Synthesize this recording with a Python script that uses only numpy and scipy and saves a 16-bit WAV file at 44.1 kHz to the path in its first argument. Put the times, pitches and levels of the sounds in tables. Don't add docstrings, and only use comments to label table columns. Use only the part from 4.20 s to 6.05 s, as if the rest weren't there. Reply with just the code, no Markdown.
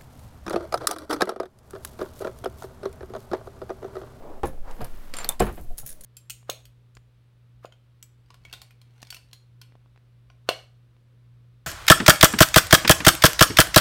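import sys
import numpy as np
from scipy import signal
from scipy.fft import rfft, irfft, next_fast_len
from scipy.io import wavfile
from scipy.ndimage import map_coordinates

SR = 44100
rng = np.random.default_rng(int(sys.argv[2]) if len(sys.argv) > 2 else 0)


def wav_record(signal):
    frames = np.transpose(np.atleast_2d(signal))
    bounded = np.clip(frames, -1, 1)
    quanta = np.round(bounded * 32767).astype(np.int16)
    wavfile.write(sys.argv[1], SR, quanta)


N = 81585
T = np.arange(SR // 2) / SR
TIME_S = np.arange(N) / SR

# f/Hz, level with ram down/dB, level with ram up/dB, t60/s
BENCH_MODES = [(42.9, -7, -41, 0.47), (64, -15, 7.5, 0.15), (135.3, -9, -19, 0.28), (208, -9, -30, 0.29),
               (268.4, -18, -17, 0.29), (343, -3.5, -7, 0.12), (387.4, -3.5, 4.5, 0.079),
               (461.8, -3, -11.5, 0.14), (528.4, -16, -8, 0.26), (616, -4, -32, 0.088),
               (714.5, 1, -13.5, 0.097), (813, -3, 0.5, 0.056), (934, -8.5, -18, 0.068),
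               (1005, -17.5, -18, 0.12), (1087, -20, -11.5, 0.12), (1183, -21, -11.5, 0.099),
               (1340, -11.5, -23, 0.076), (1520, -22, -41, 0.25), (1727, -22.5, -24.5, 0.19),
               (2004, -30, -29, 0.064), (2500, -17.5, -34, 0.12), (3015, -23, -44, 0.15)]
# t/s, level/dB, treble tilt above 2 kHz/(dB/octave), tick f/Hz, case ring level/dB, mouth ring level/dB
METAL_CONTACTS = [(0.2333, -19, -9, 1620, -82, -75), (0.248, -46, -1, 6800, -80, -76),
                  (.5115, -31.5, -2, 8750, -80, -67), (0.6156, -28.5, 1, 4970, -80, -51),
                  (0.6444, -23, 3, 9540, -75, -40), (.774, -43.5, 6, 5070, -88.5, -80.5),
                  (0.9388, -16.5, -2.5, 4600, -44, -50), (.968, -18, -2, 9000, -35, -46),
                  (0.9864, -16.5, -4.5, 9300, -37, -56), (1.002, -30, -1, 13000, -70, -60),
                  (1.015, -27, -11, 4200, -60, -68), (1.045, -14.5, -4, 4360, -58, -36),
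                  (1.196, -21.5, 0, 4570, -79, -78), (1.1987, -14.5, -1, 4630, -68, -60),
                  (1.2024, -11, 6, 7780, -67, -68), (1.3255, -35, 10, 11060, -70, -80),
                  (1.349, -44, 2, 7860, -80, -76)]
# start/s, end/s, level/dB
BRASS_SCRAPES = [(0.472, 0.948, -56), (0.939, 0.981, -42), (0.983, 1.057, -41.5), (1.05, 1.126, -50.5),
                 (1.3, 1.382, -57.5)]
# f/Hz, level/dB
SCRAPE_COLOUR = [(150, -1.5), (600, 0.5), (1100, 1), (1800, -2), (3000, -8.5), (4300, -11.5), (6000, -15),
                 (10000, -20), (15500, -25)]


def amp(db):
    return 10 ** (np.asarray(db) / 20)


def unit(x):
    return x / np.sqrt(np.mean(x ** 2) + 1e-20)


def along(points, hz):
    f, v = np.transpose(points)
    return np.interp(np.log(hz + 1), np.log(f + 1), v)


def freqs(size):
    return np.fft.rfftfreq(size, 1 / SR)


def fade(t60_s):
    return amp(-60 * T / t60_s)


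def rise(time_constant_s):
    return 1 - np.exp(-T / time_constant_s)


def add(out, start_s, x):
    i = max(0, round(start_s * SR))
    out[i:i + len(x)] += x[:max(0, N - i)]


def wander(size, t, rate_hz):
    return map_coordinates(rng.standard_normal(size), [t * rate_hz], mode="wrap")


def noise(gain, size):
    return unit(irfft(rfft(rng.standard_normal(size)) * gain, size))


def steady(colour):
    return noise(amp(along(colour, freqs(2 * N))), size=2 * N)[:N]


def burst(colour_db, t60s):
    hz = freqs(len(T))
    spectrum = rfft(noise(amp(colour_db), len(T)))
    centres_hz, times_s = np.transpose(t60s)
    out = np.zeros(len(T))
    for weights, t60_s in zip(np.eye(len(times_s)), times_s):
        band = irfft(spectrum * along(np.c_[centres_hz, weights], hz))
        out += band * fade(t60_s)
    return out


def crack(colour_db):
    cepstrum = irfft(np.log(amp(colour_db)))
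    half = len(cepstrum) // 2
    cepstrum[1:half] *= 2
    cepstrum[half:] = 0
    pulse = irfft(np.exp(rfft(cepstrum)))
    return pulse / abs(pulse).max()


def resonance(hz, centre_hz, width_hz):
    return abs(hz * width_hz / (centre_hz * centre_hz - hz * hz + 1j * hz * width_hz))


def ring(modes, scatter_db):
    out = np.zeros(len(T))
    for k, (hz, db, t60_s) in enumerate(modes):
        gain = amp(db + scatter_db * rng.standard_normal())
        out += (-1) ** k * gain * fade(t60_s) * np.sin(2 * np.pi * hz * T)
    return out


def rub(strokes, colour, edge_s, grain_db, grain_hz):
    level = np.zeros(N)
    for start_s, end_s, db in strokes:
        inside_s = np.minimum(TIME_S - start_s, end_s - TIME_S)
        level += amp(db) * np.clip(inside_s / edge_s + .5, 0, 1)
    catches = amp(grain_db * wander(N // 4, TIME_S, grain_hz))
    return level * unit(steady(colour) * catches)


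def knocks():
    # t/s, mode level/dB, ram height/(0-1), clatter level/dB, thump level/dB
    blows = [(0.2328, -21, 0.87, -29.5, -28), (0.2391, -23.5, 0.93, -33, -35.5), (.279, -54, 0.8, -43, -42),
             (0.328, -47.5, 0.23, -53, -44), (0.374, -52.5, 0.2, -59, -63.5), (.607, -67, 0, -35, -54),
             (.619, -39.5, 0, -53, -37), (.645, -54, 0, -44, -59), (0.9376, -58, 0.3, -46, -72),
             (1.045, -40, 0, -46.5, -68), (1.2018, -13.5, 0.09, -20.5, -25.5),
             (1.2196, -28, 0.5, -26, -21.5), (1.266, -37, 0.16, -31.5, -32), (1.287, -56, 0.2, -37, -33),
             (1.376, -43.5, 0, -43.5, -42), (1.394, -50, 0.65, -67, -37.5)]
    # f/Hz, level/dB
    clatter_colour = [(100, -6.5), (400, 3.5), (900, 0), (1500, -4.5), (2600, -13), (4000, -20),
                      (6000, -35), (15000, -31)]
    # f/Hz, t60/s
    clatter_t60s = [(300, 0.21), (1500, 0.14), (3000, 0.15), (10000, 0.18)]
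    # f/Hz, level/dB
    thump_colour = [(15, -23), (45, 4), (75, -1), (130, -12), (300, -13.5), (700, -38), (2000, -49)]
    # f/Hz, t60/s
    thump_t60s = [(50, 0.23), (400, 0.25)]
    up_tilt_db_per_octave, tilt_from_hz = -1.5, 920
    bench_rise_s, thump_rise_s, clatter_rise_s = 0.0021, 0.0022, 0.00023

    out, hz = np.zeros(N), freqs(len(T))
    tilt_db = up_tilt_db_per_octave * np.log2(np.maximum(hz / tilt_from_hz, 1))
    for s, db, height, clatter_db, thump_db in blows:
        up = np.clip(height, 0, 1)
        modes = [(f, down_db + up * (up_db - down_db), t60_s) for f, down_db, up_db, t60_s in BENCH_MODES]
        clatter = burst(along(clatter_colour, hz) + up * tilt_db, clatter_t60s)
        thump = burst(along(thump_colour, hz), thump_t60s)
        add(out, s, amp(db) * ring(modes, scatter_db=2) * rise(bench_rise_s))
        add(out, s, amp(clatter_db) * clatter * rise(clatter_rise_s))
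        add(out, s, amp(thump_db) * thump * rise(thump_rise_s))
    return out


def snaps():
    # t/s, crack peak/dB, holder ring level/dB
    releases = [(1.091, 0.5, -22), (1.1225, -36, -39)]
    # f/Hz, level/dB
    snap_colour = [(300, -35), (2500, -28), (5500, -17.5), (7700, 2), (8700, -8), (9900, 3.5), (10900, 2.5),
                   (11700, -10), (12500, 0), (14000, -3.5), (15200, -18), (17000, -21)]
    # f/Hz, level/dB, t60/s
    holder_modes = [(3585, 1.5, 0.037), (9340, -5, 0.019), (10440, -23, .025), (12600, -11, 0.026)]
    # f/Hz, level/dB
    room_colour = [(200, 0), (450, 0), (650, 7), (900, 12), (1500, -2.5), (3000, -10), (5500, -16),
                   (7500, -7.5), (10000, -6.5), (14000, -5.5), (16000, -14)]
    # f/Hz, t60/s
    room_t60s = [(800, 0.16), (4000, 0.22), (12000, 0.13)]
    rebound_s, rebound_db = 0.00033, -13
    sizzle_db, sizzle_t60_s, room_db = -18.5, 0.018, -30.5

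    out, hz = np.zeros(N), freqs(len(T))
    colour_db = along(snap_colour, hz)
    for s, db, ring_db in releases:
        sizzle = amp(sizzle_db) * noise(amp(colour_db), len(T)) * fade(sizzle_t60_s)
        room = amp(room_db) * burst(along(room_colour, hz), room_t60s) * rise(0.00035)
        holder = amp(ring_db) * ring(holder_modes, scatter_db=-0.5)
        add(out, s, amp(db) * (crack(colour_db) + sizzle + room) + holder)
        add(out, s + rebound_s, amp(db + rebound_db) * crack(colour_db))
    return out


def clicks():
    # f/Hz, level/dB
    click_colour = [(300, -14), (1500, -8), (3200, -8), (4500, -4.5), (5800, -10.5), (9500, -7),
                    (11000, -9.5), (12700, -13), (14000, -14), (16500, -37), (20000, -65)]
    # f/Hz, t60/s
    tail_t60s = [(1000, 0.081), (4000, 0.094), (12000, 0.037)]
    crack_db, tail_db = -22, -23
    chatter_db, chatter_t60_s = -13, 0.011
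    tick_db, tick_width_hz, tick_t60_s = -15.5, 670, 0.02
    mouth_hz, mouth_width_hz, mouth_t60_s = 12700, 660, 0.05

    out, hz = np.zeros(N), freqs(len(T))
    for s, db, tilt, tick_hz, _, mouth_db in METAL_CONTACTS:
        colour_db = along(click_colour, hz) + tilt * np.log2(np.maximum(hz, 2000))
        mouth = noise(resonance(hz, mouth_hz, mouth_width_hz) ** 2, len(T)) * fade(mouth_t60_s)
        tick = amp(tick_db) * noise(resonance(hz, tick_hz, tick_width_hz) ** 2, len(T)) * fade(tick_t60_s)
        chatter = amp(chatter_db) * noise(amp(colour_db), len(T)) * fade(chatter_t60_s)
        tail = amp(tail_db) * burst(colour_db, tail_t60s)
        contact = amp(crack_db) * crack(colour_db) + tick + chatter + tail
        add(out, s, amp(db) * contact + amp(mouth_db) * mouth)
    return out


def case_ring():
    # f/Hz, level/dB, t60/s
    case_modes = [(7320, 1, 0.07), (9000, -11, 0.11)]
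    grip_s, grip_db, grip_time_s = 1.02, -18, .003
    sing_s, sing_db, sing_t60_s = 0.99, -39, 0.14
    waver_rad, waver_hz = 0.65, 240

    out = np.zeros(N)
    grip = amp(grip_db * np.clip((TIME_S - grip_s) / grip_time_s, 0, 1))
    sing_rise = np.clip((TIME_S - sing_s) / (grip_s - sing_s), 0, 1)
    sing_decay = amp(-60 * np.maximum(TIME_S - grip_s, 0) / sing_t60_s)
    for k, (mode_hz, mode_db, t60_s) in enumerate(case_modes):
        swing = np.zeros(N)
        for s, *_, case_db, _ in METAL_CONTACTS:
            add(swing, s, amp(case_db + mode_db) * fade(t60_s))
        if k == 0:
            swing += amp(sing_db) * sing_rise * sing_decay
        waver = waver_rad * wander(N // 4, TIME_S, waver_hz)
        out += swing * grip * np.sin(2 * np.pi * mode_hz * TIME_S + waver)
    return out


def bullets():
    # t/s, level/dB, treble tilt/(dB/octave)
    touches = [(0.2559, -39.5, -7), (0.2704, -42, -5), (0.282, -56, -6), (0.29, -53, -6), (0.301, -60, -6),
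               (1.22, -36, -1), (1.238, -43.5, -3), (1.253, -41.5, -2), (1.265, -46.5, 3), (1.574, -47, -8),
               (1.5807, -33.5, -3), (1.585, -32, 7), (1.5983, -35.5, -2), (1.613, -45, -1),
               (1.6525, -49, 3), (1.6623, -32, 14), (1.674, -34.5, 8), (1.6902, -34.5, 2),
               (1.7024, -38, -3), (1.715, -40.5, 3), (1.7262, -42.5, -5), (1.8091, -43, -9),
               (1.8364, -41, -1), (1.845, -40.5, -8)]
    # f/Hz, width/Hz, level/dB
    heap_resonances = [(1720, 390, -8.5), (3900, 1400, -11), (5640, 580, -7.5), (6620, 390, -4),
                       (8000, 1300, -8), (9540, 280, 4.5), (10520, 540, 2), (10840, 230, -9),
                       (12300, 310, -1), (13400, 770, -5), (15300, 450, -3)]
    # f/Hz, level/dB
    bullet_modes = [(6750, -4), (9350, -7), (9730, -5), (9965, -2), (10240, -6), (10490, -0.5), (10590, -9),
                    (11080, 1), (12745, -12), (12815, -0.5), (14280, -3)]
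    rise_s, t60_s, tail_db, tail_t60_s = 0.00043, 0.031, -18.5, 0.27
    grain_db, grain_hz = 2.8, 1130
    ring_db, ring_t60_s = -13, 0.081
    crack_db = 4.5
    detune, scatter_db = 0.02, 1
    tilt_from_hz = 10500

    def octaves(f):
        return np.log2(np.maximum(f / tilt_from_hz, 1))

    out, hz = np.zeros(N), freqs(len(T))
    shape = rise(rise_s) * (fade(t60_s) + amp(tail_db) * fade(tail_t60_s))
    for s, db, tilt in touches:
        power = np.zeros(len(hz))
        for centre_hz, width_hz, level_db in heap_resonances:
            gain = amp(level_db + scatter_db * rng.standard_normal())
            tuned_hz = centre_hz * (1 + detune * rng.standard_normal())
            power += (gain * resonance(hz, tuned_hz, width_hz)) ** 2
        body = np.sqrt(power)
        tilt_db = tilt * octaves(hz)
        grains = amp(grain_db * wander(len(T) // 10, T, grain_hz))
        spray = unit(noise(body * amp(tilt_db), len(T)) * grains) * shape
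        tick = amp(crack_db) * crack(20 * np.log10(body + 1e-4) + tilt_db)
        modes = [(f, level_db + tilt * octaves(f), ring_t60_s) for f, level_db in bullet_modes]
        add(out, s, amp(db) * (tick + spray + amp(ring_db) * ring(modes, scatter_db=-0.5)))
    return out


def ram_slides():
    # start/s, end/s, level/dB, frequency factor
    strokes = [(0, 0.197, -44, 0.92), (0.462, 0.534, -42.5, 1.33), (0.58, 0.658, -43.5, 0.8),
               (0.703, 0.894, -56, 0.43)]
    # f/Hz, level/dB
    slide_colour = [(100, -12), (300, -3), (520, 1), (750, -2), (1200, -9.5), (1900, -24), (4000, -33.5),
                    (15000, -53)]
    out = np.zeros(N)
    for start_s, end_s, db, factor in strokes:
        colour = np.array(slide_colour) * [factor, 1]
        out += rub([(start_s, end_s, db)], colour, edge_s=0.08, grain_db=-1.0, grain_hz=151.7)
    return out


def scrapes():
    return rub(BRASS_SCRAPES, SCRAPE_COLOUR, edge_s=0.018, grain_db=2.0, grain_hz=213.2)


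def grit():
    ticks_per_s, level_db, t60_s, scatter_db = 170, -6, 0.0084, 4.5
    out = np.zeros(N)
    colour = amp(along(SCRAPE_COLOUR, freqs(len(T))))
    ticks = [noise(colour, len(T)) * fade(t60_s) for _ in range(8)]
    gaps, strengths = rng.random((2, 600))
    times_s = np.cumsum(2 * gaps) / ticks_per_s
    boosts_db = -scatter_db * np.log(1 - .95 * strengths)
    for k, s in enumerate(times_s):
        for start_s, end_s, db in BRASS_SCRAPES:
            if start_s <= s < end_s:
                add(out, s, amp(db + level_db + boosts_db[k]) * ticks[k % len(ticks)])
    return out


def bumps():
    # t/s, level/dB, thud f/Hz
    nudges = [(0.588, -35.5, 222), (.612, -33.5, 127.7), (0.626, -44, 145), (1.44, -48, 119),
              (1.503, -42, 64), (1.581, -44, 132), (1.628, -40, 120.6), (1.675, -49, 114.5)]
    t60_s, rise_s, knock_db, relative_width = 0.16, 0.0041, -13.5, 0.15
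    out, hz = np.zeros(N), freqs(len(T))
    modes = [(f, down_db, mode_t60_s) for f, down_db, _, mode_t60_s in BENCH_MODES]
    for s, db, thud_hz in nudges:
        thud = noise(resonance(hz, thud_hz, relative_width * thud_hz) ** 2, len(T)) * fade(t60_s)
        knock = amp(knock_db) * ring(modes, scatter_db=7)
        add(out, s, amp(db) * rise(rise_s) * (thud + knock))
    return out


def sleeve():
    # start/s, end/s, level/dB
    brushes = [(.5, .92, -63.5), (1.32, 1.45, -57), (1.45, 1.56, -65.5)]
    # f/Hz, level/dB
    cloth_colour = [(500, -26), (3000, -16), (7000, -3), (13500, 5.5), (16000, -1)]
    return rub(brushes, cloth_colour, edge_s=0.031, grain_db=2.5, grain_hz=377)


def bench_sway():
    # f/Hz, level/dB
    sway_colour = [(5, -4.5), (12, 0), (25, -19.5), (45, -22.5), (90, -42.5), (200, -56), (600, -100)]
    # t/s, level/dB
    sway_level = [(0, -39.5), (.2, -38), (.3, -28), (.55, -29), (0.801, -32), (1.1, -36), (1.4, -41),
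                  (1.52, -23.5), (1.62, -38), (1.85, -40.5)]
    return amp(np.interp(TIME_S, *np.transpose(sway_level))) * steady(sway_colour)


def room_noise():
    # f/Hz, level/dB
    floor_colour = [(30, 2), (120, -4.5), (250, -5), (380, -16.5), (600, -8), (800, -20.5), (2500, -25.5),
                    (6000, -30.5), (15000, -31)]
    return amp(-54.5) * steady(floor_colour)


def scene():
    press = knocks() + ram_slides() + bumps()
    cartridge = snaps() + clicks() + case_ring() + scrapes() + grit()
    surroundings = sleeve() + bench_sway() + room_noise()
    return (press + cartridge + bullets() + surroundings)[None]


def record(dry):
    top_hz = 15900
    size = next_fast_len(N + SR // 2)
    return irfft(rfft(dry, size) * (freqs(size) < top_hz), size)[:, :N]


dry = scene()
out = record(dry)
wav_record(out)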